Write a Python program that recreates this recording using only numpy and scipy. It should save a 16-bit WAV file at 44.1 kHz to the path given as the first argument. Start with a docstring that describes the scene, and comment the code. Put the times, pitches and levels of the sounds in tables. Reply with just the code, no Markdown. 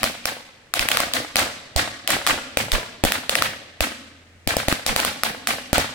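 """A string of firecrackers hanging on a pole goes off in uneven bursts in a park.
Each cracker is a 3 ms crack, a saturated shock front and noise burst, with a knock of damped gas modes.
Trunks and foliage throw it back as a bright wash of decaying noise bands with a few distinct echoes.
Blasts leave a low thump in the microphone, and puffs of air swing it at low pitch.
Leaves rustle faintly as coloured noise and a far engine drones as a wavering sine."""
import sys
import numpy as np
from scipy import signal
from scipy.fft import rfft, irfft
from scipy.io import wavfile

SR = 44100
rng = np.random.default_rng(int(sys.argv[2]) if len(sys.argv) > 2 else 0)


def dump_mix(stems):
    """Bounce the given channels to the path in sys.argv[1] as a 16-bit WAV at rate SR."""
    frames = np.atleast_2d(stems).T  # one column per channel
    limited = np.clip(frames, -1, 1)  # hard clip at full scale
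    pcm = np.round(limited * 32767).astype(np.int16)
    wavfile.write(sys.argv[1], SR, pcm)


N = 261954
TIME = np.arange(N) / SR


def from_db(db):
    """Decibel law: 20 dB is a tenfold amplitude."""
    return 10 ** (np.asarray(db) / 20)


def rms_one(x):
    """Power normalisation: scales a sound to rms 1."""
    return x / np.sqrt(np.mean(x ** 2) + 1e-20)


def over_3_ms(x):
    """Energy normalisation: gives a stereo pulse the energy of 3 ms at rms 1."""
    return x / np.sqrt(np.sum(x ** 2) / (2 * .003 * SR))


def at_hz(points, hz):
    """Logarithmic pitch: interpolates a table of (Hz, value) along log frequency."""
    hzs, values = np.transpose(points)
    return np.interp(np.log(np.maximum(hz, 1)), np.log(hzs), values)


def add(out, s, sound):
    """Superposition: mixes a sound in at time s, cut to the length of the scene."""
    at = int(round(s * SR))
    first, last = max(at, 0), min(at + sound.shape[-1], N)
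    out[:, first:last] += sound[..., first - at:last - at]


def butter(x, hz, kind, order=2):
    """Maximally flat filtering: a causal Butterworth filter."""
    return signal.sosfilt(signal.butter(order, hz, kind, fs=SR, output="sos"), x)


def peaked(x, hz, peak_db, q):
    """Resonance: lifts one narrow region of a sound by peak_db."""
    b, a = signal.iirpeak(hz, q, fs=SR)
    return x + (from_db(peak_db) - 1) * signal.lfilter(b, a, x)


def coloured(x, spectrum):
    """Minimum-phase filtering by folded cepstrum, so that nothing sounds early."""
    size = 2 * x.shape[-1]
    bin_hz = np.arange(size // 2 + 1) * SR / size
    cepstrum = irfft(np.log(from_db(at_hz(spectrum, bin_hz))))
    cepstrum[1:size // 2] *= 2
    cepstrum[size // 2 + 1:] = 0
    response = np.exp(rfft(cepstrum))
    return irfft(rfft(x, size) * response)[..., :size // 2]


def slow_chance(count, size, hz):
    """Random modulation: rows of wander through hz random knots a second, of spread 1 at the knots."""
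    knots = rng.standard_normal((count, size // 50))
    place = np.arange(size) * hz / SR
    return np.array([np.interp(place, np.arange(len(row)), row) for row in knots])


# left-right likeness of diffuse sound: pitch_hz [Hz], correlation [-1 to 1]
LIKENESS = [(60, 0.66), (130, 1), (290, 0.87), (640, 0.6), (1400, 0.11), (3000, 0.077), (15000, 0)]


def stereo_noise(size):
    """Diffuse-field coherence: noise alike in both channels in the bass, unrelated in the treble."""
    alike = np.clip(at_hz(LIKENESS, np.arange(size // 2 + 1) * SR / size), -1, 1)
    mid, side = rfft(rng.standard_normal((2, size)))
    shared = np.sqrt((1 + alike) / 2) * mid
    opposed = np.sqrt((1 - alike) / 2) * side * [[1], [-1]]
    return irfft(shared + opposed, size)


# colour of the breeze in the leaves: pitch_hz [Hz], level_db [relative dB per Hz]
LEAF_COLOUR = [(30, -12), (55, -16), (100, -8), (200, -14.5), (500, -16), (1000, -22.5), (2000, -16),
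               (4000, -27.5), (8000, -31), (15000, -47)]
LEAVES_DB = -53.5   # rms
# far engine: time_s [s], level_db [dB rms]
ENGINE = [(0, -87), (3.0, -58), (3.7, -58.5), (4.4, -54.5), (5.94, -66)]


def park(hum_hz=85, waver_hz=1.0):
    """Stationary noise and frequency modulation: leaves rustle faintly and a far engine drones."""
    leaves = from_db(LEAVES_DB) * rms_one(coloured(stereo_noise(N), LEAF_COLOUR))
    waver = rms_one(butter(rng.standard_normal(N), 21, "low"))
    hum = np.sqrt(2) * np.sin(2 * np.pi * np.cumsum(hum_hz + waver_hz * waver) / SR)
    return leaves + hum * from_db(np.interp(TIME, *np.transpose(ENGINE)))


def swing(hz, crest_turns, skew_turns):
    """Damped oscillation: the microphone swings back briefly, its two channels out of step."""
    turns = hz * np.arange(SR // 5) / SR
    u = turns / crest_turns
    phase = turns + skew_turns * np.array([[1], [-1]])
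    return -np.sin(2 * np.pi * phase) * u * np.exp(1 - u)


THUMP_HZ, THUMP_RE_PUNCH_DB = 69, -16   # envelope crest, relative to the cracker's punch_db
# puffs of air on the microphone: start_s [s], left_db, right_db [dB of envelope crest], pitch_hz [Hz]
PUFFS = [(.797, -35, -24, 36.07), (1.757, -24, -11.5, 67.9), (2.298, -38, -30, 28), (2.724, -19, -11, 34.3),
         (3.051, -38, -19, 41.55), (3.807, -22, -17, 66), (4.469, -14.5, -27, 84.4), (4.886, -35, -22, 32)]


def thumps():
    """Mechanical recoil: a low swing follows every gas punch, and each puff of air causes its own."""
    out = np.zeros((2, N))
    for s, _, punch_db, *_ in SHOTS:
        recoil = swing(THUMP_HZ, crest_turns=0.3, skew_turns=0.11)
        add(out, s, from_db(punch_db + THUMP_RE_PUNCH_DB) * recoil)
    for s, left_db, right_db, hz in PUFFS:
        add(out, s, from_db([[left_db], [right_db]]) * swing(hz, crest_turns=0.43, skew_turns=.13))
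    return out


# colour of the scatter from the trees before tilt: pitch_hz [Hz], level_db [relative dB per Hz]
WASH = [(35, -13.5), (110, -2.5), (175, -7.5), (245, 3.5), (400, -9.5), (520, 0.5), (640, 1), (820, -1),
        (950, -5), (1150, -0.5), (1900, 1), (4500, -2.5), (5600, -6.5), (6600, -7.5), (8200, -6.5),
        (16000, -16.5)]
# its late decay: pitch_hz [Hz], t60_s [s to fall 60 dB]
WASH_T60 = [(60, 1), (250, 1.26), (1500, 0.9), (4000, 0.98), (8000, 0.7), (16000, 0.37)]
# nearby grass and leaves return the treble before the bass: pitch_hz [Hz], crest_s [s to the crest]
CREST = [(100, 0.063), (600, 0.019), (2000, 0.038), (5000, 0.019), (10000, .014)]
# tilt of a usual wash [dB per octave], and the tilt lost for each dB above it
USUAL_WASH_DB, WASH_TILT_DB, DULLING = -20, 0.39, 0.11


def washes(shots, gap_s=0.0015, early_s=0.038, late_db=-8, rise=0.59, same_path=0.45, patchy_db=1.0,
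           lump_db=2.5, lump_hz=160, grain_db=4.0, ripple_db=-4):
    """Reverberation by scattering: it swells, falls quickly, then lingers; part repeats with every shot."""
    size = int(.9 * SR)
    t = np.arange(size) / SR
    edges = np.geomspace(25, 17500, 20)
    hz = np.sqrt(edges[1:] * edges[:-1])
    white = [coloured(stereo_noise(3 * size), WASH) for _ in range(2)]
    # neighbouring bands draw on different noise
    bands = np.array([butter(white[k % 2], edges[k:k + 2], "band") for k in range(len(hz))])
    # trunks return separate lumps; the treble, scattered by countless leaves, is smoother
    lumps = lump_db * slow_chance(1, 3 * size, lump_hz)
    lumps = lumps + grain_db * slow_chance(len(hz), 3 * size, lump_hz)
    lumps = lumps / (1 + hz[:, None] / 4000)
    bands = (bands * from_db(lumps)[:, None]).astype(np.float32)

    crest, t60 = at_hz(CREST, hz)[:, None], at_hz(WASH_T60, hz)[:, None]
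    after = np.maximum(t - crest, 0)
    swell = np.clip((t - gap_s) / (crest - gap_s), 0, 1) ** rise
    fall = np.hypot(np.exp(-after / early_s), from_db(late_db - 60 * after / t60))
    shape = (swell * fall).astype(np.float32)
    fixed_paths = bands[..., -size:] * shape[:, None]

    out = np.zeros((2, N))
    for s, wash_db in shots:
        tilt = WASH_TILT_DB - DULLING * (wash_db - USUAL_WASH_DB)   # bigger blasts come back duller
        patches = patchy_db * rng.standard_normal(len(hz))
        gain = from_db(wash_db + tilt * np.log2(hz / 2000) + patches).astype(np.float32)
        start = rng.integers(0, 3 * size // 2)
        own = np.einsum("bt,bct->ct", gain[:, None] * shape, bands[..., start:start + size])
        repeated = np.einsum("b,bct->ct", gain, fixed_paths)
        wash = np.sqrt(same_path) * repeated + np.sqrt(1 - same_path) * own
        # every return carries the ragged shape of the burst, which ripples its middle range
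        burst = butter(rng.standard_normal((1, 256)), 1300, "low") / np.sqrt(256)
        wash = wash + from_db(ripple_db) * signal.oaconvolve(wash, burst, axes=1)[:, :size]
        add(out, s, wash)
    return out


# distinct echoes from trunks: delay_s [s], level_db [dB re wash_db, before echo gain], centre_hz [Hz]
ECHOES = [(.0255, -5, 1600), (.0325, 5, 1200), (0.0327, -1.5, 1700), (0.066, -1, 480), (0.064, -11.5, 260),
          (.112, -4, 800)]


def echoes(ring_s=0.001613, spread_db=1.0, wander_s=0.001502):
    """Discrete reflection: each trunk returns a short noise slap, its delay shifting with the cracker's place."""
    out = np.zeros((2, N))
    t = np.arange(2048) / SR
    envelope = t / ring_s * np.exp(1 - t / ring_s)
    for delay, echo_db, hz in ECHOES:
        noise = rms_one(butter(coloured(stereo_noise(2 * SR), WASH), [hz / 2, hz * 2], "band"))
        for s, _, _, wash_db, _ in SHOTS:
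            start = rng.integers(0, SR)
            slap = noise[:, start:start + len(t)] * envelope
            arrival = s + delay - ring_s + wander_s * rng.normal()
            add(out, arrival, slap * from_db(wash_db + echo_db + spread_db * rng.normal()))
    return out


# modes of the gas punch: pitch_hz [Hz, before detuning], level_db [relative dB, before tilt], decay_s [s]
PUNCH = [(120, -8, 0.0023), (270, 5, 0.0019), (585, 5.5, 0.002), (704, -8, 0.0031)]


def punch(punch_db, uneven_db=5.2, detune_db=0.52, swell_s=0.00062, deepen=0.42, large_db=-12):
    """Modal synthesis: expanding gas gives a short hollow knock, deeper in weight for larger blasts."""
    t = np.arange(1024) / SR
    tilt = deepen * (large_db - punch_db)   # dB per octave
    knock = 0
    for hz, db, decay_s in PUNCH:
        level = from_db(db + tilt * np.log2(hz) + rng.normal(0, uneven_db, (2, 1)))
        mode_hz = hz * from_db(rng.normal(0, detune_db, (2, 1)))   # a frequency ratio, spread about 6 %
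        knock = knock - level * np.exp(-t / decay_s) * np.sin(2 * np.pi * mode_hz * t)
    return from_db(punch_db) * over_3_ms(knock * (1 - np.exp(-t / swell_s)))


# filter that colours the crack: pitch_hz [Hz], level_db [dB]
CRACK = [(700, 2.5), (980, 1.5), (1300, 0.5), (1550, 4.5), (1850, 3), (3000, 5), (5200, 0.5), (6500, -6),
         (8200, -0.5), (10000, -4.5), (11400, -1.5), (12500, -5), (16000, -9)]
RING_DB = 8.5   # lift of the tube's ring


def crack(crack_db, edge_db, ring_hz, shock_s=0.00013, burst_s=0.0013, burst_db=-9,
          bounce_s=(0.00157619, 0.00162932), bounce_db=-9, low_hz=700, split_hz=5000, lag_s=.00006,
          ring_q=3.2, drive_db=7):
    """Blast wave and saturation: a shock front, its ground bounce, and the burst of a ringing paper tube."""
    t = np.arange(1024) / SR
    age = t - np.array([[0], [lag_s]])   # the second channel hears it later

    def blast(u):
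        """Blast-wave decay: a sudden rise, then a fall through an underpressure."""
        return (u >= 0) * (1 - u / shock_s) * np.exp(-np.abs(u) / shock_s)

    bounce = from_db(bounce_db) * blast(age - rng.uniform(*bounce_s))
    burst = rng.standard_normal((2, len(t))) * np.exp(-t / burst_s) / (1 + (t / .003) ** 8)
    wave = blast(age) + bounce + from_db(burst_db) * burst
    # the capsule saturates, flattening the front into a dense crunch
    wave = np.tanh(from_db(drive_db) * wave)
    wave = butter(coloured(wave, CRACK), low_hz, "high", order=3)
    wave = peaked(wave, ring_hz, RING_DB, ring_q)
    body = over_3_ms(butter(wave, split_hz, "low", order=3))
    edge = over_3_ms(butter(wave, split_hz, "high", order=3))
    return from_db(crack_db) * body + from_db(edge_db) * edge


# every front saturates: its treble follows only this share of the blast's strength
EDGE_DB, EDGE_FOLLOWS = -15, 0.2
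# crackers: start_s [s], crack_db, punch_db (gas knock), wash_db (from the trees) [dB, before scene gains],
# ring_hz (paper tube) [Hz]
SHOTS = [(0.0315, -11.5, -20, -24.5, 980), (0.0404, -12, -17, -27.5, 900),
         (0.2552, -16, -23.5, -24.5, 1560), (.7383, -14, -34, -23, 1190), (.7937, -12, -46, -21.5, 2480),
         (.887, -11, -44, -24, 2210), (0.9158, -10.5, -37, -22.5, 3130), (0.971, -9.5, -36, -23, 1320),
         (1.0028, -17, -23, -25, 1110), (1.136, -18, -46, -21, 3220), (1.3574, -11.5, -19, -19.5, 2460),
         (1.3672, -13.5, -24, -20.5, 4420), (1.3937, -21, -40, -24, 2830), (1.7621, -26, -18, -17, 4350),
         (2.0755, -15, -57, -21, 2620), (2.104, -16, -25, -18.5, 1020), (2.266, -11.5, -29, -20.5, 1010),
         (2.2731, -12, -25, -19, 1190), (2.5716, -11.5, -13, -20.5, 2243),
         (2.7181, -15.5, -33, -19.5, 3250), (3.038, -12, -7, -23, 798), (3.0504, -19, -12, -25.5, 1010),
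         (3.1207, -13, -39, -23.5, 1930), (3.2943, -11, -19.5, -24, 2790), (3.3536, -8, -29, -22, 2150),
         (3.4222, -8, -24.5, -23, 1200), (3.8064, -12.5, -15.5, -21, 2590), (4.4745, -17.5, -15, -20, 2190),
         (4.5675, -27, -12, -23.5, 798), (4.6835, -14.5, -10.5, -21.5, 1974),
         (4.7256, -13, -12.5, -36.5, 1240), (4.8639, -18.5, -23.5, -20, 4740),
         (4.9622, -12, -18, -20.5, 1050), (5.0008, -19, -26, -25.5, 2570), (5.0489, -15, -21.5, -23, 1040),
         (5.2345, -11.5, -26, -21, 1330), (5.472, -14.5, -38, -19, 1330), (5.73, -15, -9, -17.5, 1028),
         (5.781, -18, -9.5, -22.5, 1970)]


def scene(crack_gain_db=-0.87, punch_gain_db=0.5, wash_gain_db=4.5, echo_gain_db=-2.5,
          earlier_s=-0.085, earlier_db=-22):
    """Superposition of cracks and returns; an earlier cracker's wash is still dying away at first."""
    bangs = np.zeros((2, N))
    for s, crack_db, punch_db, wash_db, ring_hz in SHOTS:
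        edge_db = EDGE_DB + EDGE_FOLLOWS * (wash_db - USUAL_WASH_DB)
        add(bangs, s, crack(crack_db + crack_gain_db, edge_db, ring_hz))
        add(bangs, s, punch(punch_db + punch_gain_db))
    returns = [(s, wash_db) for s, _, _, wash_db, _ in SHOTS]
    wash = from_db(wash_gain_db) * washes(returns + [(earlier_s, earlier_db)])
    return bangs + wash + from_db(echo_gain_db) * echoes() + thumps() + park()


CUTOFF_HZ = 16400


def record(dry):
    """Soft limiting and band limiting: shock fronts overload the input; the top is cut."""
    clipped = dry / (1 + (dry / .95) ** 4) ** (1 / 4)
    return signal.sosfilt(signal.ellip(10, .1, 80, CUTOFF_HZ, fs=SR, output="sos"), clipped)


dry = scene()
out = record(dry)
dump_mix(out)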